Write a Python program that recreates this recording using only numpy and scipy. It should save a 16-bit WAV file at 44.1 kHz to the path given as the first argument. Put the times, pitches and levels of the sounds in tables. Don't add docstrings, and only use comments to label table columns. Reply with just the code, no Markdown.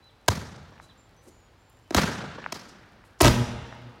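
import sys
import numpy as np
from scipy import signal
from scipy.fft import rfft, irfft
from scipy.io import wavfile
from scipy.ndimage import uniform_filter1d

SR = 44100
rng = np.random.default_rng(int(sys.argv[2]) if len(sys.argv) > 2 else 0)


def digitize_waveform(pressure):
    field = np.atleast_2d(pressure).T
    bounded = np.clip(field, -1, 1)
    quanta = np.round(bounded * 32767).astype(np.int16)
    wavfile.write(sys.argv[1], SR, quanta)


N = 176400
T = np.arange(N) / SR
HZ = np.fft.rfftfreq(2 * N, 1 / SR) + 1e-3

THUMP_HZ, THUMP_OCTAVES, RING_OCTAVES = 73, 0.51, 0.21
SWELL_POWER, CRACKLE_RELEASE_S = 0.8, 0.0021
SLAP_DB_PER_S = -1100
# t/s, crackle lead/s, shock/dB, crackle/dB, sent to surroundings/dB,
# bass edge/Hz, tilt/(dB per octave), thump/dB, peak or dip f/Hz, its gain/dB
FLASHOVERS = [(0.2842, 0.0048, 13, 12, 9, 110, -0.24, -5, 2800, -4),
              (1.9071, 0.00081, -7, -8.5, -3, 230, -2.3, -26, 344, 5),
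              (1.9232, .001, -36, -18, -7.5, 300, -4, -40, 1000, -7),
              (1.9469, .001, 10, 5.5, 19, 161.7, -0.54, 4.5, 1530, 4),
              (2.5247, 0.0039, -8.5, -5, -2.5, 220, -0.17, -24.5, 5080, 6.5),
              (3.2108, 0.0076, 11.5, 14.5, 13, 248, -1.2, 11.5, 653, 8)]

def bangs():
    direct, to_trees, to_walls = np.zeros((3, N))
    thump = unit(1 / (1 + (np.log2(HZ / THUMP_HZ) / THUMP_OCTAVES) ** 4))
    for s, lead, shock_db, crackle_db, sent_db, bass_hz, tilt_db, thump_db, ring_hz, ring_db in FLASHOVERS:
        rise = np.clip(1 + (T - s) / lead, 0, 1) ** SWELL_POWER
        release = np.exp(-np.maximum(T - s, 0) / CRACKLE_RELEASE_S)
        shock = signal.unit_impulse(N, round(s * SR))
        ring = amp(ring_db / (1 + (np.log2(HZ / ring_hz) / RING_OCTAVES) ** 2))
        spectrum = unit(blast(bass_hz, tilt_db) * ring)
        discharge = amp(shock_db) * shock + amp(crackle_db) * crackle(rise * release)
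        direct += colour(discharge, spectrum) + amp(thump_db) * colour(shock, thump)
        sent = amp(sent_db) * colour(shock, spectrum)
        to_trees += sent
        to_walls += amp(SLAP_DB_PER_S * lead) * sent
    return direct, to_trees, to_walls


# f/Hz, relative density/dB
BLAST_SPECTRUM = [(30, -2), (70, 10), (130, 1.5), (300, -4), (650, -8), (1400, -10.5), (2500, -16.5),
                  (4500, -17), (6500, -18.5), (9000, -26), (16000, -34.5)]

def blast(bass_hz, tilt_db):
    tilted = amp(read(BLAST_SPECTRUM, HZ) + tilt_db * np.log2(HZ))
    return unit(tilted / np.sqrt(1 + (bass_hz / HZ) ** 6))


ARC_START_S, ARC_END_S, ARC_HZ, ARC_UNEVEN = 3.2215, 3.285, 120.33, 0.24
PUSH_DB, RASP_DB, PUFF_S = 9.5, 11, 0.0025
# t/s, relative level/dB
ARC_ENVELOPE = [(3.222, -2.5), (3.231, -4), (3.239, -3), (3.247, 3), (3.257, 2.5), (3.264, -3),
                (3.272, 2.5), (3.286, -3.5)]

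def arc():
    burning = (T >= ARC_START_S) * (T < ARC_END_S)
    age = (T - ARC_START_S) % (1 / ARC_HZ)
    alternation = 1 - ARC_UNEVEN * np.cos(np.pi * ARC_HZ * (T - age - ARC_START_S))
    level = amp(np.interp(T, *np.transpose(ARC_ENVELOPE))) * burning * alternation
    strikes = np.diff(age, prepend=0) < 0
    puffs = unit(np.exp(-age / PUFF_S)) * rng.standard_normal(N) * np.sqrt(ARC_HZ / SR)
    push = amp(PUSH_DB) * colour(level * strikes, blast(bass_hz=45, tilt_db=-3))
    rasp = amp(RASP_DB) * colour(level * puffs, blast(bass_hz=185, tilt_db=-1.26))
    return push, rasp


HUM_HZ, HUM_HARMONICS_DB, HUM_DRIFT_RAD, HUM_RISE_S = 120.5, [-4, -13, -21.5], 0.29, 0.025
# t/s, relative level/dB
HUM_ENVELOPE = [(3.24, -12.5), (3.288, -11), (3.33, -28.5), (3.406, -15), (3.458, -34), (3.512, -26),
                (3.696, -53), (3.862, -38), (4.0, -57)]

def hum():
    onset = np.clip((T - ARC_START_S) / HUM_RISE_S, 0, 1)
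    level = amp(np.interp(T, *np.transpose(HUM_ENVELOPE))) * onset
    drift = unit(uniform_filter1d(uniform_filter1d(rng.standard_normal(N), size=3000), size=3000))
    phase = 2 * np.pi * HUM_HZ * T + HUM_DRIFT_RAD * drift
    return level * np.sqrt(2) * sum(amp(db) * np.sin(k * phase) for k, db in enumerate(HUM_HARMONICS_DB, 1))


HISS_OCTAVES = 0.56
# centre t/s, width/s, level/dB, centre f/Hz
GAS_JETS = [(.263, 0.0016, -61, 5500), (0.563, 0.0029, -52.5, 4500), (0.838, 0.015, -62, 6560),
            (1.25, 0.019, -67, 7500), (1.284, 0.0077, -56.5, 7000), (1.281, 0.012, -49.5, 350),
            (1.349, 0.0067, -64, 300), (1.498, 0.0093, -62, 380), (1.70, 0.0034, -64, 11500),
            (1.73, .003, -75, 9000), (2.693, .007, -55.5, 5300), (3.065, 0.014, -68, 8000),
            (3.194, 0.0037, -55.5, 5500), (3.2181, 0.0023, -16, 8000), (3.245, 0.0014, -16, 3800),
            (3.257, 0.0015, -21.5, 4500), (3.273, 0.0014, -28.5, 3200)]

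def hisses():
    out = np.zeros(N)
    for s, width, db, hz in GAS_JETS:
        grains = rng.standard_normal(N) * rng.exponential(1, N)
        band = np.exp(-.5 * (np.log2(HZ[::2] / hz) / HISS_OCTAVES) ** 2)
        swell = np.exp(-.5 * ((T - s) / width) ** 2)
        out += amp(db) * unit(irfft(rfft(grains) * band, N)) * swell
    return out


def sparks(per_s=99, level_db=-80.5, centre_hz=4500, spread_db=4.5):
    fires = rng.random(N) < per_s / SR
    strength = amp(spread_db * np.minimum(rng.exponential(1, N), 3))
    band = signal.butter(1, [centre_hz / 2, centre_hz * 2], "band", fs=SR, output="sos")
    return amp(level_db) * unit(signal.sosfilt(band, fires * strength + 1e-18))


TREES_DELAY_S, TREES_RISE_S, TREES_DB, GRASS_DB = 0.015, 0.005, -5, -8.5
LUMPS_DB, LUMPS_S, PATCHES_DB = 1.79, 0.0066, 1.52
# f/Hz, near level/dB, near t60/s, far level/dB, far t60/s
TREE_DECAY = [(50, -1.5, 1, -16.5, 2.2), (123, 3.5, 0.85, -4, 1.84), (290, -2, 0.73, -21, 2.77),
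              (700, -5.5, 0.87, -17.5, 2.53), (1730, -2.5, 1, -18.5, 3.16), (4420, -2, 0.75, -13, 1.71),
              (7900, -1.5, 0.64, -23, 1.47), (15000, 2.5, 0.38, -26, .7)]

def trees():
    hz, t, noise = signal.stft(rng.standard_normal(N), SR, nperseg=512)
    near_db, near_t60, far_db, far_t60 = (
        read([(row[0], row[k]) for row in TREE_DECAY], hz)[:, None] for k in range(1, 5))
    fade = np.hypot(amp(near_db - 60 * t / near_t60), amp(far_db - 60 * t / far_t60))
    patches = uniform_filter1d(rng.standard_normal(noise.shape), size=12, axis=0)
    patches_db = PATCHES_DB * unit(uniform_filter1d(patches, size=3, axis=1))
    lumps_db = LUMPS_DB * np.interp(T / LUMPS_S, np.arange(N), rng.standard_normal(N))
    tail = signal.istft(noise * fade * amp(patches_db), SR, nperseg=512)[1][:N] * amp(lumps_db)
    tail *= np.clip((T - TREES_DELAY_S) / TREES_RISE_S, amp(GRASS_DB), 1)
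    return amp(TREES_DB) * tail / np.linalg.norm(tail)


# delay/s, level/dB, smear/s, bass edge/Hz, treble edge/Hz
WALLS = [(0.037, -5.5, 0.0025, 500, 4000), (0.087, -17, 0.0015, 600, 6026), (.292, -24.5, 0.0046, 190, 870),
         (0.438, -26.5, .005, 297, 1840), (.495, -21.5, .0007, 1300, 2400), (.515, -20, .0006, 650, 1900),
         (.995, -41, .018, 200, 700)]

def houses():
    out = np.zeros(N)
    for delay, db, width, low_hz, high_hz in WALLS:
        echo = crackle(np.exp(-.5 * ((T - delay) / width) ** 2))
        band = 1 / np.sqrt((1 + (low_hz / HZ) ** 4) * (1 + (HZ / high_hz) ** 6))
        out += amp(db) * colour(echo, band)
    return out


BIRD_HOLD, BIRD_WAVER, BIRD_EDGE_S = 0.7, 0.0019, 0.018
# t/s, length/s, f/Hz, closing fall/Hz, level/dB
BIRD_CALLS = [(0.015, 0.1, 3983, 1198, -60.5), (0.816, .11, 3960, 1205, -58.5), (0.969, 0.06, 7270, 0, -62),
              (1.161, 0.055, 6050, 60, -65), (1.3, 0.18, 6850, 0, -71), (1.29, .12, 7150, 0, -70),
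              (1.576, 0.28, 7250, -7, -74.5), (1.468, 0.031, 3270, 400, -66), (1.83, .07, 3050, 253, -71)]

def birds():
    out = np.zeros(N)
    for s, length, hz, fall_hz, db in BIRD_CALLS:
        progress = np.clip((T - s) / length, 0, 1)
        waver = BIRD_WAVER * unit(uniform_filter1d(rng.standard_normal(N), size=300))
        pitch = hz * (1 + waver) - fall_hz * np.maximum(progress - BIRD_HOLD, 0) / (1 - BIRD_HOLD)
        envelope = np.clip(np.minimum(progress, 1 - progress) * length / BIRD_EDGE_S, 0, 1)
        out += amp(db) * envelope * np.sin(2 * np.pi * np.cumsum(pitch) / SR)
    return out


# f/Hz, relative density/dB
AIR_SPECTRUM = [(15, -55), (25, -24), (43, -1), (108, 0.5), (157, -10.5), (560, -12.5), (695, -15.5),
                (775, -12.5), (2610, -23), (4030, -26.5), (4490, -26.5), (7110, -37.5), (16000, -45)]

def air(level_db=-58):
    spectrum = amp(read(AIR_SPECTRUM, HZ[::2]))
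    return amp(level_db) * unit(irfft(rfft(rng.standard_normal(N)) * spectrum, N))


def amp(db):
    return 10 ** (np.asarray(db) / 20)


def unit(x):
    return x / np.sqrt(np.mean(abs(x) ** 2) + 1e-20)


def read(points, hz):
    f, value = np.transpose(points)
    return np.interp(np.log(hz + 1), np.log(f), value)


def colour(x, gain):
    cepstrum = irfft(np.log(np.maximum(gain, 1e-5)))
    cepstrum[1:N] *= 2
    cepstrum[N + 1:] = 0
    return irfft(rfft(x, 2 * N) * np.exp(rfft(cepstrum)))[:N]


def crackle(envelope):
    return unit(envelope * rng.standard_normal(N)) / np.sqrt(N)


def scene(ground_delay_s=0.00305, ground_gain=0.66):
    direct, to_trees, to_walls = bangs()
    push, rasp = arc()
    fire = hisses() + sparks()
    song = birds()
    direct += push + rasp
    bounce = ground_gain * np.interp(T - ground_delay_s, T, direct)
    to_trees += amp(-4.5) * push + amp(-2) * rasp + amp(-2.5) * fire + amp(0.5) * song
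    roll = signal.fftconvolve(to_trees, trees())[:N]
    slap = signal.fftconvolve(to_walls, houses())[:N]
    return (direct + bounce + fire + song + hum() + roll + slap + air())[None]


def record(dry, lag_cycles=1.047, lag_hz=16, ceiling=0.55, edge_hz=15950):
    lag = np.exp(-2j * np.pi * lag_cycles * np.log(1 + HZ / lag_hz))
    late = irfft(rfft(dry, 2 * N) * lag)[:, :N]
    rounded = ceiling * np.tanh(late / ceiling)
    lowpass = signal.firwin(511, edge_hz, window=("kaiser", 9), fs=SR)
    return signal.oaconvolve(rounded, lowpass[None], "same")


dry = scene()
out = record(dry)
digitize_waveform(out)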